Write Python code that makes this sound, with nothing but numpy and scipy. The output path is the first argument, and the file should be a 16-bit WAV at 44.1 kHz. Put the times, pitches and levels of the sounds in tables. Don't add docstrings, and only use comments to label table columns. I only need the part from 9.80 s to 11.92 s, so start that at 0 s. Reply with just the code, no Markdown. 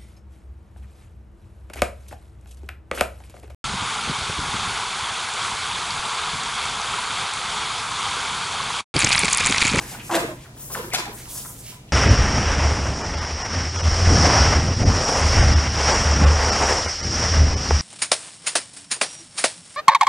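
import sys
import numpy as np
from scipy import signal
from scipy.fft import rfft, irfft
from scipy.io import wavfile
from scipy.ndimage import uniform_filter1d, map_coordinates

SR = 44100
rng = np.random.default_rng(int(sys.argv[2]) if len(sys.argv) > 2 else 0)


def decibels_to_gain(level_db):
    exponent = np.asarray(level_db, float) / 20
    return 10 ** exponent


def output_pcm(signal):
    pcm = np.clip(np.atleast_2d(signal).T, -1, 1) * 32767
    wavfile.write(sys.argv[1], SR, np.round(pcm).astype(np.int16))


N = 93536


def rms_one(x):
    return x / np.sqrt(np.mean(x ** 2) + 1e-20)


def at_hz(points, hz):
    curve = np.array(points)
    return np.interp(np.log(hz), np.log(curve[:, 0]), curve[:, 1])


def resonate(x, hz, width_hz):
    r = np.exp(-np.pi * width_hz / SR)
    gain = (1 - r * r) / 2
    return signal.lfilter([gain, 0, -gain], [1, -2 * r * np.cos(2 * np.pi * hz / SR), r * r], x)


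def coloured(x, spectrum):
    hz = np.maximum(np.arange(len(x) // 2 + 1) * SR / len(x), 1)
    return rms_one(irfft(rfft(x) * decibels_to_gain(at_hz(spectrum, hz)), len(x)))


def smoothed_noise(size, smooth):
    noise = rng.standard_normal(size)
    return rms_one(uniform_filter1d(uniform_filter1d(noise, size=smooth), size=smooth))


def grains(spread_db, smooth):
    lumps = smoothed_noise(N, smooth)
    return rms_one(rng.standard_normal(N) * decibels_to_gain(spread_db * lumps))


def diffuse(size, shape):
    # hz, side_minus_mid_db
    width_curve = [(60, -64), (250, -19), (500, -10), (1000, -2), (2500, 5), (6000, 0.5), (14000, -2.5)]
    out = 0
    edges = 22 * 2 ** np.arange(0, 9.6, .5)
    white = rng.standard_normal((2, 2, size))
    for k, (low, high) in enumerate(zip(edges, edges[1:])):
        band = signal.butter(2, [low, high], "band", fs=SR, output="sos")
        mid, side = signal.sosfilt(band, white[k % 2])
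        hz = np.sqrt(low * high)
        wide = decibels_to_gain(at_hz(width_curve, hz))
        stereo = mid + wide * side * np.array([[1], [-1]])
        out = out + shape(hz) * stereo / np.sqrt(1 + wide ** 2)
    return out


def burst(start, length):
    t = np.arange(N) / SR - start
    onset = np.clip(t / (0.034 * length), 0, 1)
    sag = np.clip(t, 0, length) / length * .5
    release = np.clip(t - length, 0, 1) / (.45 * length)
    return onset * np.exp(-sag - release)


def struck(push, shape, db, hz, width_hz):
    first = resonate(push + 1e-18, hz, width_hz)
    body = resonate(first, hz, max(width_hz, hz * .65))
    return decibels_to_gain(db) * body / np.sqrt(np.sum(body ** 2) / np.sum(shape ** 2) + 1e-20)


def ventilation():
    # hz, level_db
    air_curve = [(15, -29), (25, -13.5), (141, -0.5), (317, -9), (1070, -17), (1230, -31), (1440, -23.5),
                 (7710, -26), (16000, -41)]
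    # pitch_hz, width_hz, level_db
    fan_tones = [
        (55.7, 9.4, -52),
        (119.9, 32, -47.5),
        (31, 5.1, -58.5),
    ]
    # time_s, level_db
    air_flow = [
        (0, 1.5),
        (.6, -0.5),
        (1.2, 1),
        (1.75, 0),
        (1.9, -1.5),
        (2.12, -1.5),
    ]
    settle = SR
    air = diffuse(N + settle, lambda hz: decibels_to_gain(at_hz(air_curve, hz)))[:, settle:]
    out = decibels_to_gain(-46.5) * rms_one(air)
    for noise, (hz, width_hz, db) in zip(rng.standard_normal((3, N + settle)), fan_tones):
        tone = resonate(resonate(noise, hz, width_hz), hz, width_hz)[settle:]
        power = uniform_filter1d(tone ** 2, size=2000)
        out = out + decibels_to_gain(db) * rms_one(tone / power ** .25)
    return decibels_to_gain(np.interp(np.arange(N) / SR, *np.transpose(air_flow))) * out


def swishes():
    # peak_s, level_db, rise_s, fall_s, lowest_hz
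    swish_events = [(0.019, -39, 0.038, 0.04, 1830), (0.113, -36.5, 0.042, 0.04, 2720),
                    (0.28, -40.5, 0.059, 0.065, 4260), (0.43, -44.5, 0.018, 0.11, 4180),
                    (0.636, -48.5, 0.03, 0.019, 2430), (0.83, -37.5, 0.054, 0.089, 6150),
                    (0.94, -29.5, 0.023, 0.011, 4700), (1.06, -43.5, 0.094, 0.046, 5400),
                    (1.20, -48, 0.016, 0.11, 5030), (1.35, -38.5, 0.023, 0.019, 6900),
                    (1.39, -43, 0.034, 0.13, 2650), (1.515, -36, 0.029, 0.053, 5700),
                    (1.581, -31.5, 0.028, 0.023, 5000), (1.67, -37.5, 0.059, 0.063, 6100),
                    (1.81, -43.5, 0.045, 0.011, 5560), (1.899, -38.5, 0.071, 0.02, 3520)]
    # hz, level_db
    cloth_curve = [(1000, 7), (3000, -1.5), (6000, 1.5), (10000, 1.5), (14000, -3), (16000, -6.5)]
    out, t = np.zeros(N), np.arange(N) / SR
    hiss = coloured(grains(.7, smooth=150), cloth_curve)
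    for s, db, rise, fall, hz in swish_events:
        bright = signal.sosfilt(signal.butter(3, hz, "high", fs=SR, output="sos"), hiss)
        swell = np.exp(-((t - s) / np.where(t < s, rise, fall)) ** 2)
        out += decibels_to_gain(db) * rms_one(bright + decibels_to_gain(-14.5) * hiss) * swell
    return out


def rings():
    # start_s, level_db, pitch_hz, length_s, width_hz
    ring_events = [(0.133, -42.5, 1475, 0.022, 80), (0.301, -29.5, 331.6, 0.028, 40),
                   (0.331, -25.5, 338.6, 0.048, 40), (0.409, -32, 345, 0.017, 60),
                   (0.433, -28, 455, 0.015, 120), (0.44, -34, 283, .016, 80), (0.483, -37, 345, 0.021, 60),
                   (0.508, -40.5, 321, .016, 60), (0.479, -40, 622, .045, 50),
                   (0.965, -39, 433, 0.015, 120), (1.036, -37.5, 347, 0.021, 70),
                   (1.066, -39, 371, .02, 70), (1.136, -28.5, 740, .014, 151), (1.185, -36, 352, .022, 80),
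                   (0.992, -30.5, 484, 0.013, 140), (1.262, -38, 800, .02, 121),
                   (1.28, -40, 417, 0.022, 90), (1.114, -38, 2360, 0.0094, 700),
                   (1.123, -32, 2115, 0.0095, 600)]
    rough, t, out = rng.standard_normal(N), np.arange(N) / SR, 0
    for s, db, hz, length, width_hz in ring_events:
        shape = (t > s) * (t < s + length) * (0.79 + 0.36 * (t - s) / length)
        push = np.sin(2 * np.pi * hz * (t - s)) + .5 * rms_one(resonate(rough, hz, width_hz))
        out = out + struck(push * shape, shape, db, hz, width_hz)
    return out


def thuds():
    # peak_s, level_db, body_hz, half_length_s
    thud_events = [(0.022, -45, 290, 0.047), (0.084, -45, 1450, 0.19), (0.142, -39.5, 770, 0.028),
                   (0.323, -39, 175, 0.017), (0.36, -29, 200, 0.016), (0.47, -42, 155, 0.017),
                   (0.52, -44, 240, 0.0087), (0.77, -50.5, 1340, 0.0057), (0.69, -52, 900, 0.0081),
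                   (0.974, -41.5, 396, 0.068), (0.97, -43, 185, 0.044), (1.04, -49, 4500, 0.035),
                   (1.32, -45.5, 316, 0.036), (1.401, -47, 1730, 0.028), (0.972, -42.5, 2960, 0.058),
                   (1.3, -60.5, 2300, 0.041), (1.14, -36, 228, 0.008), (1.51, -45.5, 3540, 0.029),
                   (1.76, -56, 3200, 0.049), (1.275, -43.5, 233, 0.014), (1.6, -48, 3300, 0.043),
                   (0.39, -47.5, 54, 0.037), (2.1, -53.5, 2700, 0.022), (1.148, -25.5, 3940, 0.015),
                   (0.607, -54, 2270, 0.069), (0.792, -54.5, 2900, 0.043), (1.887, -47, 2300, 0.05),
                   (0.2, -47.5, 203, 0.076), (0.45, -43, 590, 0.015), (1.4, -53, 56.7, 0.018)]
    push, t, out = grains(1.7, smooth=100), np.arange(N) / SR, 0
    for s, db, hz, half in thud_events:
        shape = np.exp(-((t - s) / half) ** 2)
        out = out + struck(push * shape, shape, db, hz, hz / 1.04)
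    return out


def cracks():
    # start_s, level_db, length_s, highest_hz
    crack_events = [(0.311, -31.5, 0.014, 8000), (0.325, -31.5, 0.017, 11000), (0.337, -31, 0.0067, 12000),
                    (0.344, -29, 0.004, 14000), (0.3493, -23, 0.0055, 12000), (0.3528, -19, 0.0028, 18000),
                    (0.357, -23, 0.0037, 16000), (0.3616, -20.5, 0.002, 15000),
                    (0.3647, -21, 0.0037, 13000), (0.371, -29.5, 0.0064, 8000), (1.1045, -35, 0.001, 7000),
                    (1.1368, -17.5, 0.0022, 20000), (1.2562, -34, 0.001, 17000), (1.134, -23, 0.002, 10000),
                    (1.1421, -23, 0.0032, 8000), (1.1464, -18, 0.0048, 8900), (1.153, -23, 0.007, 9800),
                    (1.16, -30, 0.006, 6950), (1.182, -35.5, 0.004, 6060), (1.204, -32, 0.0036, 7870),
                    (1.329, -41, 0.0038, 14800), (1.456, -38, 0.0014, 5000)]
    # hz, level_db
    canvas_curve = [(700, -7), (1500, 4.5), (3500, 2), (5200, -3), (7000, 1.5), (11000, -4), (14000, -4.5),
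                    (16000, -6)]
    fibres, out = grains(0.71, smooth=20), 0
    for s, db, length, hz in crack_events:
        shape = burst(s, length)
        push = shape * fibres
        push[int(s * SR) + 8] += 2.0
        tautness = signal.butter(2, min(hz, SR / 2.2), fs=SR, output="sos")
        push = signal.sosfilt(tautness, push + 1e-18)
        out = out + decibels_to_gain(db) * push * np.sqrt(np.sum(shape ** 2) / np.sum(push ** 2))
    return coloured(out, canvas_curve) * np.sqrt(np.mean(out ** 2))


def slaps():
    # start_s, level_db, body_hz, length_s
    slap_events = [(0.000, -39.5, 810, 0.026), (0.196, -40, 2600, 0.022), (0.2950, -26, 800, 0.003),
                   (0.3012, -19.5, 800, 0.0025), (0.309, -23, 790, 0.0047), (0.316, -23, 825, 0.025),
                   (0.334, -23.5, 613, 0.042), (0.337, -21.5, 1100, 0.0055), (0.345, -20, 1500, 0.0052),
                   (0.354, -27, 1470, 0.012), (0.347, -28, 523, 0.025), (0.3697, -21.5, 770, 0.0073),
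                   (0.381, -29, 1070, 0.011), (0.399, -38, 890, 0.0091), (0.404, -28.5, 670, 0.0089),
                   (0.435, -33.5, 640, 0.012), (0.478, -37, 660, 0.013), (0.505, -42.5, 944, 0.012),
                   (0.648, -46.5, 1320, 0.017), (0.9, -38.5, 925, 0.014), (0.916, -42, 755, 0.0069),
                   (0.9473, -28, 1680, 0.0031), (0.952, -21.5, 1420, 0.0024), (0.958, -31, 930, 0.022),
                   (1.041, -38.5, 1090, 0.014), (1.1343, -25.5, 900, 0.008), (1.138, -28, 1450, 0.0096),
                   (1.165, -29, 690, 0.0076), (1.185, -28, 840, 0.0082), (1.199, -28, 1080, 0.0048),
                   (1.209, -32.5, 1180, 0.0035), (1.235, -39, 1000, 0.0031), (1.2552, -32, 1630, 0.003),
                   (1.265, -36.5, 775, 0.02), (1.461, -47.5, 1000, 0.018), (1.552, -48, 1090, 0.019),
                   (1.648, -39.5, 1150, 0.014), (1.922, -48, 960, 0.022)]
    out, lumps = 0, grains(1, smooth=60)
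    for s, db, hz, length in slap_events:
        shape = burst(s, length)
        push = lumps * shape
        push[int(s * SR)] += 5.0
        out = out + struck(push, shape, db, hz, hz / 1.82)
    return out


def hall(x):
    # hz, t60_s
    decay_curve = [(100, 0.82), (300, 0.58), (700, 0.33), (2000, 0.55), (5000, 0.39), (12000, 0.29)]
    delay_s, build_s, knee_s, knee_db = .006, .012, .175, -7
    t = np.arange(SR) / SR
    tail = diffuse(SR, lambda hz: decibels_to_gain(-60 * t / at_hz(decay_curve, hz)))
    tail = tail * (1 - np.exp(-np.clip(t - delay_s, 0, 1) / build_s))
    tail = tail * decibels_to_gain(knee_db * np.clip((t - knee_s) / 0.0069, 0, 1))
    tail = tail * decibels_to_gain(4.0 * smoothed_noise(SR, 50))
    tail = tail / np.sqrt(np.sum(tail ** 2) / 2)
    return decibels_to_gain(-5) * signal.fftconvolve(x[None], tail, axes=1)[:, :N]


def ports(x):
    # time_s, place (+1 left to -1 right)
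    place_track = [
        (0, 0.26),
        (.3, 0.22),
        (.5, 0.2),
        (.9, 0.53),
        (1.15, 0.81),
        (1.3, 0.77),
        (1.45, -0.5),
        (1.6, 0.36),
        (1.9, -0.5),
        (2.12, 0.91),
    ]
    lag_s, shadow_db = 0.00011, 7.0
    n = np.arange(N)
    place = np.interp(n / SR, *np.transpose(place_track))
    low = signal.sosfilt(signal.butter(1, 900, fs=SR, output="sos"), x)
    heard = []
    for sign in (1, -1):
        shaded = low + (x - low) * decibels_to_gain(sign * place * shadow_db / 2)
        when = n + sign * place * lag_s * SR / 2
        heard.append(map_coordinates(shaded, [when], order=3, mode="nearest"))
    return np.array(heard)


def scene():
    blows = slaps() + thuds() + cracks() + swishes()
    tuned = rings()
    return ports(blows + tuned) + hall(blows + decibels_to_gain(-12) * tuned) + ventilation()


def band_limit(x):
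    return signal.sosfilt(signal.butter(12, 16990, fs=SR, output="sos"), x)


def record(dry):
    ceiling, side_cut_hz, cutoff_hz = .75, 230, 15900
    dry = ceiling * np.tanh(dry / ceiling)
    mid = dry.mean(0)
    no_bass = signal.butter(2, side_cut_hz, "high", fs=SR, output="sos")
    side = signal.sosfilt(no_bass, (dry[0] - dry[1]) / 2)
    passed = np.arange(N // 2 + 1) * SR / N < cutoff_hz
    mix = irfft(rfft([mid + side, mid - side]) * passed, N)
    return band_limit(mix)


dry = scene()
out = record(dry)
output_pcm(out)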